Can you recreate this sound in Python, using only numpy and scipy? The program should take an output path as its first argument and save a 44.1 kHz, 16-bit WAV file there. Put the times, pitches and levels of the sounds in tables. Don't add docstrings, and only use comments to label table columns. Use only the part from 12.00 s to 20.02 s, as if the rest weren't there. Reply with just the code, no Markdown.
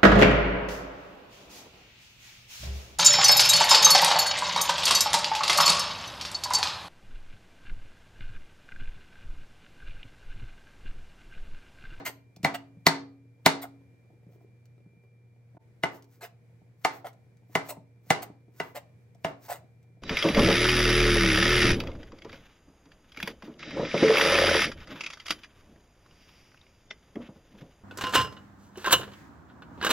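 import sys
import numpy as np
from scipy import signal
from scipy.fft import rfft, irfft, next_fast_len
from scipy.io import wavfile
from scipy.ndimage import uniform_filter1d, map_coordinates

SR = 44100
rng = np.random.default_rng(int(sys.argv[2]) if len(sys.argv) > 2 else 0)


def dump(signal):
    limited = np.clip(np.atleast_2d(signal).T, -1, 1)
    pcm = np.round(limited * 32767).astype(np.int16)
    wavfile.write(sys.argv[1], SR, pcm)


N = 353682
TIME = np.arange(N) / SR
AGE = TIME[:SR * 3 // 4]


def amp(db):
    return 10 ** (np.asarray(db) / 20)


def unit(x):
    return x / np.sqrt(np.mean(x ** 2) + 1e-20)


def strength(x):
    return np.sqrt(np.sum(x ** 2) / (SR / 100))


def full(sound):
    return np.pad(sound / strength(sound), (0, len(AGE) - len(sound)))


def along(points, hz):
    point_hz, values = np.transpose(points)
    return np.interp(np.log(hz + 1), np.log(point_hz), values)


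def filtered(x, response):
    n = x.shape[-1]
    padded = next_fast_len(n + SR // 8)
    spectrum = rfft(x, padded) * response(np.fft.rfftfreq(padded, 1 / SR))
    return irfft(spectrum, padded)[..., :n]


def coloured(x, spectrum):
    return unit(filtered(x, lambda hz: amp(along(spectrum, hz))))


def wobble(rate):
    coarse = TIME[::32]
    knots = rng.standard_normal(int(N * rate / SR) + 4)
    return np.interp(TIME, coarse, map_coordinates(knots, [coarse * rate]))


def grains(rate, spread_db):
    happens = rng.random(N) < rate / SR
    return unit(happens * rng.standard_normal(N) * amp(spread_db * rng.standard_normal(N)))


def patchy(x, depth_db):
    z = signal.stft(x, nperseg=512)[2]
    field = uniform_filter1d(rng.standard_normal(z.shape), size=2, axis=0)
    field = uniform_filter1d(field, size=5, axis=1)
    return unit(signal.istft(z * amp(depth_db * unit(field)), nperseg=512)[1][:N])


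SWELL_SHAPE = 1.5


def swell(s, rise, fall, hold=0):
    away = np.maximum((s - TIME) / rise, 0) + np.maximum((TIME - s - hold) / fall, 0)
    return amp(-20 * np.minimum(away, 10) ** SWELL_SHAPE)


def add(track, s, sound):
    start = round(s * SR)
    part = sound[..., max(-start, 0):N - start]
    track[..., max(start, 0):max(start, 0) + part.shape[-1]] += part


# (frequency [Hz], correlation [-1 to 1])
LIKENESS = [(30, .5), (100, .92), (300, 0.39), (700, 0.55), (1300, 0.038), (16000, 0.061)]


def diffuse(n):
    def mid_and_side(hz):
        turn = np.arccos(np.clip(along(LIKENESS, hz), -1, 1)) / 2
        return np.array([np.cos(turn), np.sin(turn)])
    mid, side = filtered(rng.standard_normal((2, n)), mid_and_side)
    return np.array([mid + side, mid - side])


# (frequency [Hz], t60 [s])
KITCHEN_DECAY = [(100, 0.18), (300, 0.54), (700, .36), (2000, .28), (5000, 0.29), (13000, 0.15)]


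def in_kitchen(x, near_db, room_db, sent=None, near_t60=0.058, gap=.005, uneven_db=4, turn=0.54):
    t = AGE[:SR // 3]
    hz, frame, z = signal.stft(diffuse(len(t)), SR, nperseg=256)
    decayed = z * amp(-60 * frame / along(KITCHEN_DECAY, hz)[:, None])
    tail = signal.istft(decayed, SR, nperseg=256)[1][:, :len(t)]
    uneven = np.repeat(rng.standard_normal(len(t)), 32)[:len(t)]
    near = diffuse(len(t)) * amp(uneven_db * uneven - 60 * t / near_t60)
    echo = amp(near_db) * near / np.linalg.norm(near[0]) + amp(room_db) * tail / np.linalg.norm(tail[0])
    echo = np.pad(echo, ((0, 0), (round(gap * SR), 0)))
    sides = np.array([[1], [-1]])
    direct = filtered(x, lambda hz: np.exp(1j * turn * np.tanh(hz / 1200) * sides))
    outward = x if sent is None else sent
    return direct + signal.fftconvolve(outward[None], echo, axes=1)[:, :len(x)]


# (frequency [Hz], level [dB])
TEAR_COLOUR = [(60, 3.5), (170, 10), (600, 0.5), (2200, -1), (4500, -3), (7000, -13), (16000, -19.5)]
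# (time [s], level [dB], extra thump below about 300 Hz [dB], relative crack [dB],
#   blade ring relative to knock [dB], spot [0 edge - 1 middle], fizz of the flesh just before [dB])
CHOPS_PLAYED = [(-.1, -15, 2.5, -7, -1.5, 0.059, -90), (0.4467, -16.5, 1, -6, 2.5, 0, -81.5),
                (0.8668, -11, 0.5, 3, 3, 0, -79.5), (1.4613, -10.5, 0.5, 4, 1, 0, -78),
                (3.8352, -19.5, -2, -6.5, -5, 0.64, -80), (4.848, -18, -9, -1.5, -6.5, 0.5, -65),
                (5.5528, -18.5, -2.5, 1.5, -3, 1, -58), (6.1041, -14, -0.5, 2, -10.5, 0.61, -59),
                (6.6000, -26.5, -3, -3.5, -4, 0.91, -57.5), (7.2462, -23, 1, -4, -5, 0.96, -74)]


def chops(tear_t60=.017):
    out = np.zeros((2, N))
    before = AGE[:SR // 25][::-1]
    for s, db, thump_db, crack_db, ring_db, spot, _ in CHOPS_PLAYED:
        knock = board(spot, thump_db)
        snap = amp(crack_db - 12.5 - 4.894 * spot) * crack(t60=.03)
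        blow = knock + snap + amp(ring_db) * blade()
        tear_noise = coloured(rng.standard_normal(len(before)), TEAR_COLOUR)
        tear = amp(-9 - 10 * spot - 60 * before / tear_t60) * tear_noise
        sent = amp(-2) * clap(thump_db, treble_db=crack_db + 3 - 7 * spot)
        sent = sent + amp(-6) * np.roll(knock, SR // 100)
        sent = np.pad(sent, (len(before), 0))
        sound = in_kitchen(np.concatenate([tear, blow]), near_db=-6.5, room_db=-9.0, sent=sent)
        add(out, s - before[0], amp(db) * sound)
    return out


# (frequency [Hz], t60 [s], struck at the edge [dB], struck in the middle [dB])
BOARD_MODES = [(166, 0.075, -7.5, -2), (294, 0.07, -8.5, -13), (401, 0.051, -14, -7.5),
               (474, 0.06, -16, -9), (659, 0.063, -1.5, 0.5), (774, .06, -5, -5), (899, 0.15, -10.5, -9.5),
               (1010, .04, -8.5, -7), (1213, .04, -11.5, -12.5), (1480, .045, -9, -8),
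               (1775, 0.038, -3, -13), (2034, 0.052, 2, -5.5), (2275, 0.03, -3, -10), (2847, .022, -8, -1),
               (3650, 0.012, -4.5, -12.5), (4380, 0.015, 2, -19), (5614, 0.0056, -11, -15.5)]


def board(spot, thump_db, soft_hz=np.inf, travel=.0007, scatter_db=3.5, detune=.012):
    hz, t60, edge_db, middle_db = np.transpose(BOARD_MODES)[:, :, None]
    chance = rng.standard_normal((2, len(BOARD_MODES), 1))
    db = edge_db + spot * (middle_db - edge_db) + scatter_db * chance[0]
    db = db + thump_db / (1 + (hz / 300) ** 4)
    t = np.maximum(AGE[:SR // 10] - travel * np.sqrt(1000 / hz), 0)
    sign = (-1) ** np.arange(len(BOARD_MODES))[:, None]
    modes = sign * amp(db - 60 * t / t60) * np.sin(2 * np.pi * hz * (1 + detune * chance[1]) * t)
    return full(np.sum(modes / (1 + (hz / soft_hz) ** 4), axis=0))


# (frequency [Hz], relative level [dB])
CRACK_COLOUR = [(300, -19), (1500, -3), (4000, -2), (6500, -1), (8500, -7), (11000, -13), (14000, -7.5),
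                (16000, -11)]


def crack(t60):
    t = AGE[:SR // 20]
    return full(coloured(rng.standard_normal(len(t)), CRACK_COLOUR) * amp(-60 * t / t60))


# (frequency [Hz], level before scatter [dB], t60 [s])
BLADE_MODES = [(276, -21, 0.76), (379.5, -30, 0.44), (474, -38, .4), (664, -28, .3), (820, -30.5, 0.19),
               (1220, -34, .4), (1540, -39.5, 0.32), (3330, -36.5, .2), (3566, -39.5, .23),
               (4240, -39.5, 0.23)]


def blade():
    hz, db, t60 = np.transpose(BLADE_MODES)[:, :, None]
    db = db + 0.63 * rng.standard_normal(db.shape)
    return np.sum(amp(db - 60 * AGE / t60) * np.sin(2 * np.pi * hz * AGE), axis=0)


# (frequency [Hz], relative level [dB])
SPREAD_COLOUR = [(25, -25), (60, -15), (165, 2), (230, -6), (420, -2), (560, -5.5), (680, -3), (1000, 0),
                 (1500, -3), (2050, -5), (2700, -12.5), (4300, -14.5), (8000, -20.5), (11000, -26.5),
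                 (16000, -31.5)]


def clap(thump_db, treble_db, size=2048):
    hz = np.fft.rfftfreq(size, 1 / SR)
    db = along(SPREAD_COLOUR, hz)
    db = db + thump_db / (1 + (hz / 300) ** 4) + treble_db / (1 + (2500 / (hz + 1)) ** 2)
    cepstrum = irfft(np.log(amp(db)))
    return full(irfft(np.exp(rfft(2 * cepstrum[:size // 2], size))))


# (frequency [Hz], level [dB])
MAINS_HUM = [(118.5, -56), (237, -78.5), (474, -76.5)]
# (time [s], level [dB])
WHINE_LEVEL = [(0, -78), (2.75, -80), (3.05, -75.5), (3.45, -83.5), (3.6, -90), (4.4, -87), (8, -82)]
# (frequency [Hz], level [dB])
AIR_COLOUR = [(25, -17), (60, -6.5), (100, 6), (170, 2), (250, -12.5), (470, -12.5), (700, -19),
              (1200, -28), (2050, -24), (2350, -22), (2700, -34), (6000, -37.5), (16000, -44.5)]
AIR_DB = -61.5


def refrigerator():
    def line(hz, drift):
        return np.sqrt(2) * np.sin(2 * np.pi * np.cumsum(hz + drift * wobble(2.3)) / SR)
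    hum = sum(amp(db + 1.2 * wobble(5.2)) * line(hz, drift=0.86) for hz, db in MAINS_HUM)
    whine_db = np.interp(TIME, *np.transpose(WHINE_LEVEL)) + 1.2 * wobble(4.4)
    whine = amp(whine_db) * line(2368, drift=2.3)
    air = amp(AIR_DB + 1.5 * wobble(2.9)) * coloured(diffuse(N), AIR_COLOUR)
    return hum + whine + air


# (frequency [Hz], level [dB])
RUSTLE_COLOUR = [(80, -1), (170, 7), (400, 11.5), (800, -8), (1500, -17), (3500, -25.5), (7000, -35),
                 (16000, -36.5)]
# (start [s], length [s], rustle before flutter [dB])
GRIPS_PLAYED = [(2.075, 0.42, -71.5), (2.794, 0.246, -82)]
# (time [s], level [dB], brightness [Hz])
BUMPS_PLAYED = [(.365, -49, 497), (0.399, -48, 265), (0.433, -32, 302), (0.769, -47.5, 200),
                (2.101, -60, 795), (2.265, -50.5, 250), (2.41, -58.5, 600), (2.859, -50, 246),
                (2.965, -55, 297), (3.545, -54, 500), (3.568, -49.5, 990), (4.615, -52.5, 400),
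                (5.495, -53.5, 400), (5.767, -46, 900), (5.775, -43.5, 200), (6.066, -55, 450),
                (6.298, -45, 500), (6.48, -54, 406), (7.15, -58, 780), (7.97, -55.5, 500)]
GRIP_EDGE_S, GRIP_FLUTTER_DB = .07, 6
HOLD_DB = -78


def handling():
    pressure = sum(amp(db) * swell(s, GRIP_EDGE_S, GRIP_EDGE_S, hold=length) for s, length, db in GRIPS_PLAYED)
    rustle = patchy(coloured(grains(rate=550, spread_db=5.5), RUSTLE_COLOUR), depth_db=5)
    out = (pressure + amp(HOLD_DB)) * amp(GRIP_FLUTTER_DB * wobble(25)) * rustle
    for s, db, soft_hz in BUMPS_PLAYED:
        add(out, s, amp(db) * board(spot=.4, thump_db=1.0, soft_hz=soft_hz))
    return out


# (frequency [Hz], relative level [dB])
HISS_COLOUR = [(400, -21.5), (1100, 1), (1600, 0.5), (2050, 7), (2500, -2.5), (2900, -2.5), (4200, -6),
               (6000, -9.5), (8200, -6.5), (11000, -14), (13000, -5), (16000, -8)]
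# (frequency [Hz], width [Hz], relative level [dB])
JUDDER_RESONANCES = [(450, 170, -9.5), (670, 80, 0.5), (790, 160, -4.5), (1010, 190, -7.5),
                     (1450, 350, -16)]
# (start [s], rise [s], fall [s], hiss [dB], its extra treble [dB],
#   delay from the peak until the edge catches [s], judder [dB])
STROKES = [(.050, 0.013, 0.037, -30, -2.5, 0.011, -38.5), (.539, 0.0088, 0.0165, -31.5, -7.5, 0.0034, -35),
           (1.615, 0.017, 0.021, -44.5, 5, 0.013, -41), (4.208, .033, 0.033, -44.5, -2, 0.0016, -45),
           (5.044, 0.024, 0.034, -46.5, -6, -0.011, -39.5), (5.684, 0.018, 0.023, -41, 7.5, 0.0098, -36.5),
           (6.219, 0.0105, 0.013, -41.5, 6.5, 0.003, -43), (6.746, 0.023, 0.022, -42, -1, 0.0028, -36),
           (7.482, 0.037, 0.052, -41, 1.5, -0.0032, -36)]
TOUCH_DB, TOUCH_S = -11, .003
CATCH_DB = -1.5
SING_HZ, SING_DB, SING_T60 = 13000, -45, .22


def drags(jerk_db=1.5, treble_hz=5500):
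    def resonances(f):
        total = 0
        for k, (centre, width, db) in enumerate(JUDDER_RESONANCES):
            total = total + (-1) ** k * amp(db) * 1j * f * width / (centre ** 2 - f * f + 1j * f * width)
        return total

    grip = unit(amp(jerk_db * wobble(260)))
    hiss = patchy(coloured(grains(rate=4500, spread_db=2.5), HISS_COLOUR), depth_db=4.5)
    treble = filtered(hiss, lambda hz: 1 - 1 / (1 + (hz / treble_hz) ** 4))
    judder = patchy(filtered(grains(rate=1100, spread_db=1.5), resonances), depth_db=4)
    out = np.zeros(N)
    for start, rise, fall, hiss_db, treble_db, delay, judder_db in STROKES:
        peak = start + rise
        flank = rise * (20 / abs(TOUCH_DB)) ** (1 / SWELL_SHAPE)
        rub = swell(peak, flank, fall) * (hiss + (amp(treble_db) - 1) * treble)
        shake = swell(peak + delay, flank, fall) * judder + amp(CATCH_DB) * creak(peak + delay)
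        touch = np.clip((TIME - start) / TOUCH_S, 0, 1)
        out += touch * (amp(hiss_db) * rub + amp(judder_db) * shake)
    out *= grip
    singing = amp(SING_DB - 60 * AGE / SING_T60) * np.sin(2 * np.pi * SING_HZ * AGE)
    add(out, STROKES[0][0], singing)
    return out


CATCH_S, CATCH_HZ, CATCH_OCTAVES_PER_S = 0.016, 673, -9
CATCH_SCATTER = 0.11


def creak(s):
    fall = CATCH_OCTAVES_PER_S * np.clip(TIME - s, -2 * CATCH_S, 2 * CATCH_S)
    octaves = CATCH_SCATTER * rng.standard_normal() + fall
    tone = np.sqrt(2) * np.sin(2 * np.pi * np.cumsum(CATCH_HZ * 2 ** octaves) / SR)
    return swell(s, CATCH_S, CATCH_S) * tone


# (frequency [Hz], level [dB])
FLESH_COLOUR = [(300, -20), (700, 7), (2000, 5.5), (3000, -3), (6000, 1), (10000, -7.5), (14500, 4),
                (16000, 1)]
# (time [s], fizz [dB], half length [s])
SQUEEZES_PLAYED = [(2.337, -73, 0.05), (2.423, -79, 0.032), (3.037, -86, .03), (3.953, -58, .048),
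                   (4.143, -67, 0.072), (4.954, -57, 0.055), (5.675, -53.5, 0.04), (6.64, -62.5, .04),
                   (6.69, -66.5, 0.071), (7.024, -79, .03), (7.282, -65, 0.036), (7.456, -53, 0.049)]
# (time [s], level [dB])
TICKS_PLAYED = [(0.3626, -58.5), (0.4308, -47.5), (0.542, -60), (2.6554, -70), (4.0235, -63.5),
                (4.043, -69), (5.131, -69.5), (5.3706, -74.5), (7.148, -71.5), (7.8286, -77)]
ENTRY_S, STOP_S = .065, .015


def flesh():
    entry = sum(amp(fizz_db) * swell(s, ENTRY_S, STOP_S) for s, *_, fizz_db in CHOPS_PLAYED)
    squeeze = sum(amp(db) * swell(s, half, half) for s, db, half in SQUEEZES_PLAYED)
    fizz = (entry + squeeze) * coloured(grains(rate=3500, spread_db=0), FLESH_COLOUR)
    for s, db in TICKS_PLAYED:
        add(fizz, s, amp(db) * crack(t60=0.022))
    return fizz


DIP_S, DIP_DB = 3.583, -37
DIP_FALL_S, DIP_RECOVER_S = 0.0022, .011


def scene():
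    small = in_kitchen(drags() + flesh() + handling(), near_db=-6.0, room_db=-14.0)
    nearness = np.exp(np.minimum((TIME - DIP_S) / DIP_FALL_S, (DIP_S - TIME) / DIP_RECOVER_S))
    return amp(DIP_DB * nearness) * (chops() + small + refrigerator())


TOP_HZ = 16250


def record(dry, low_hz=66, top=0.86):
    x = filtered(dry, lambda hz: (1j * hz / (low_hz + 1j * hz)) ** 2)
    x = x / (1 + np.abs(x / top) ** 8) ** (1 / 8)
    return filtered(x, lambda hz: 1 / (1 + (hz / TOP_HZ) ** 90))


dry = scene()
out = record(dry)
dump(out)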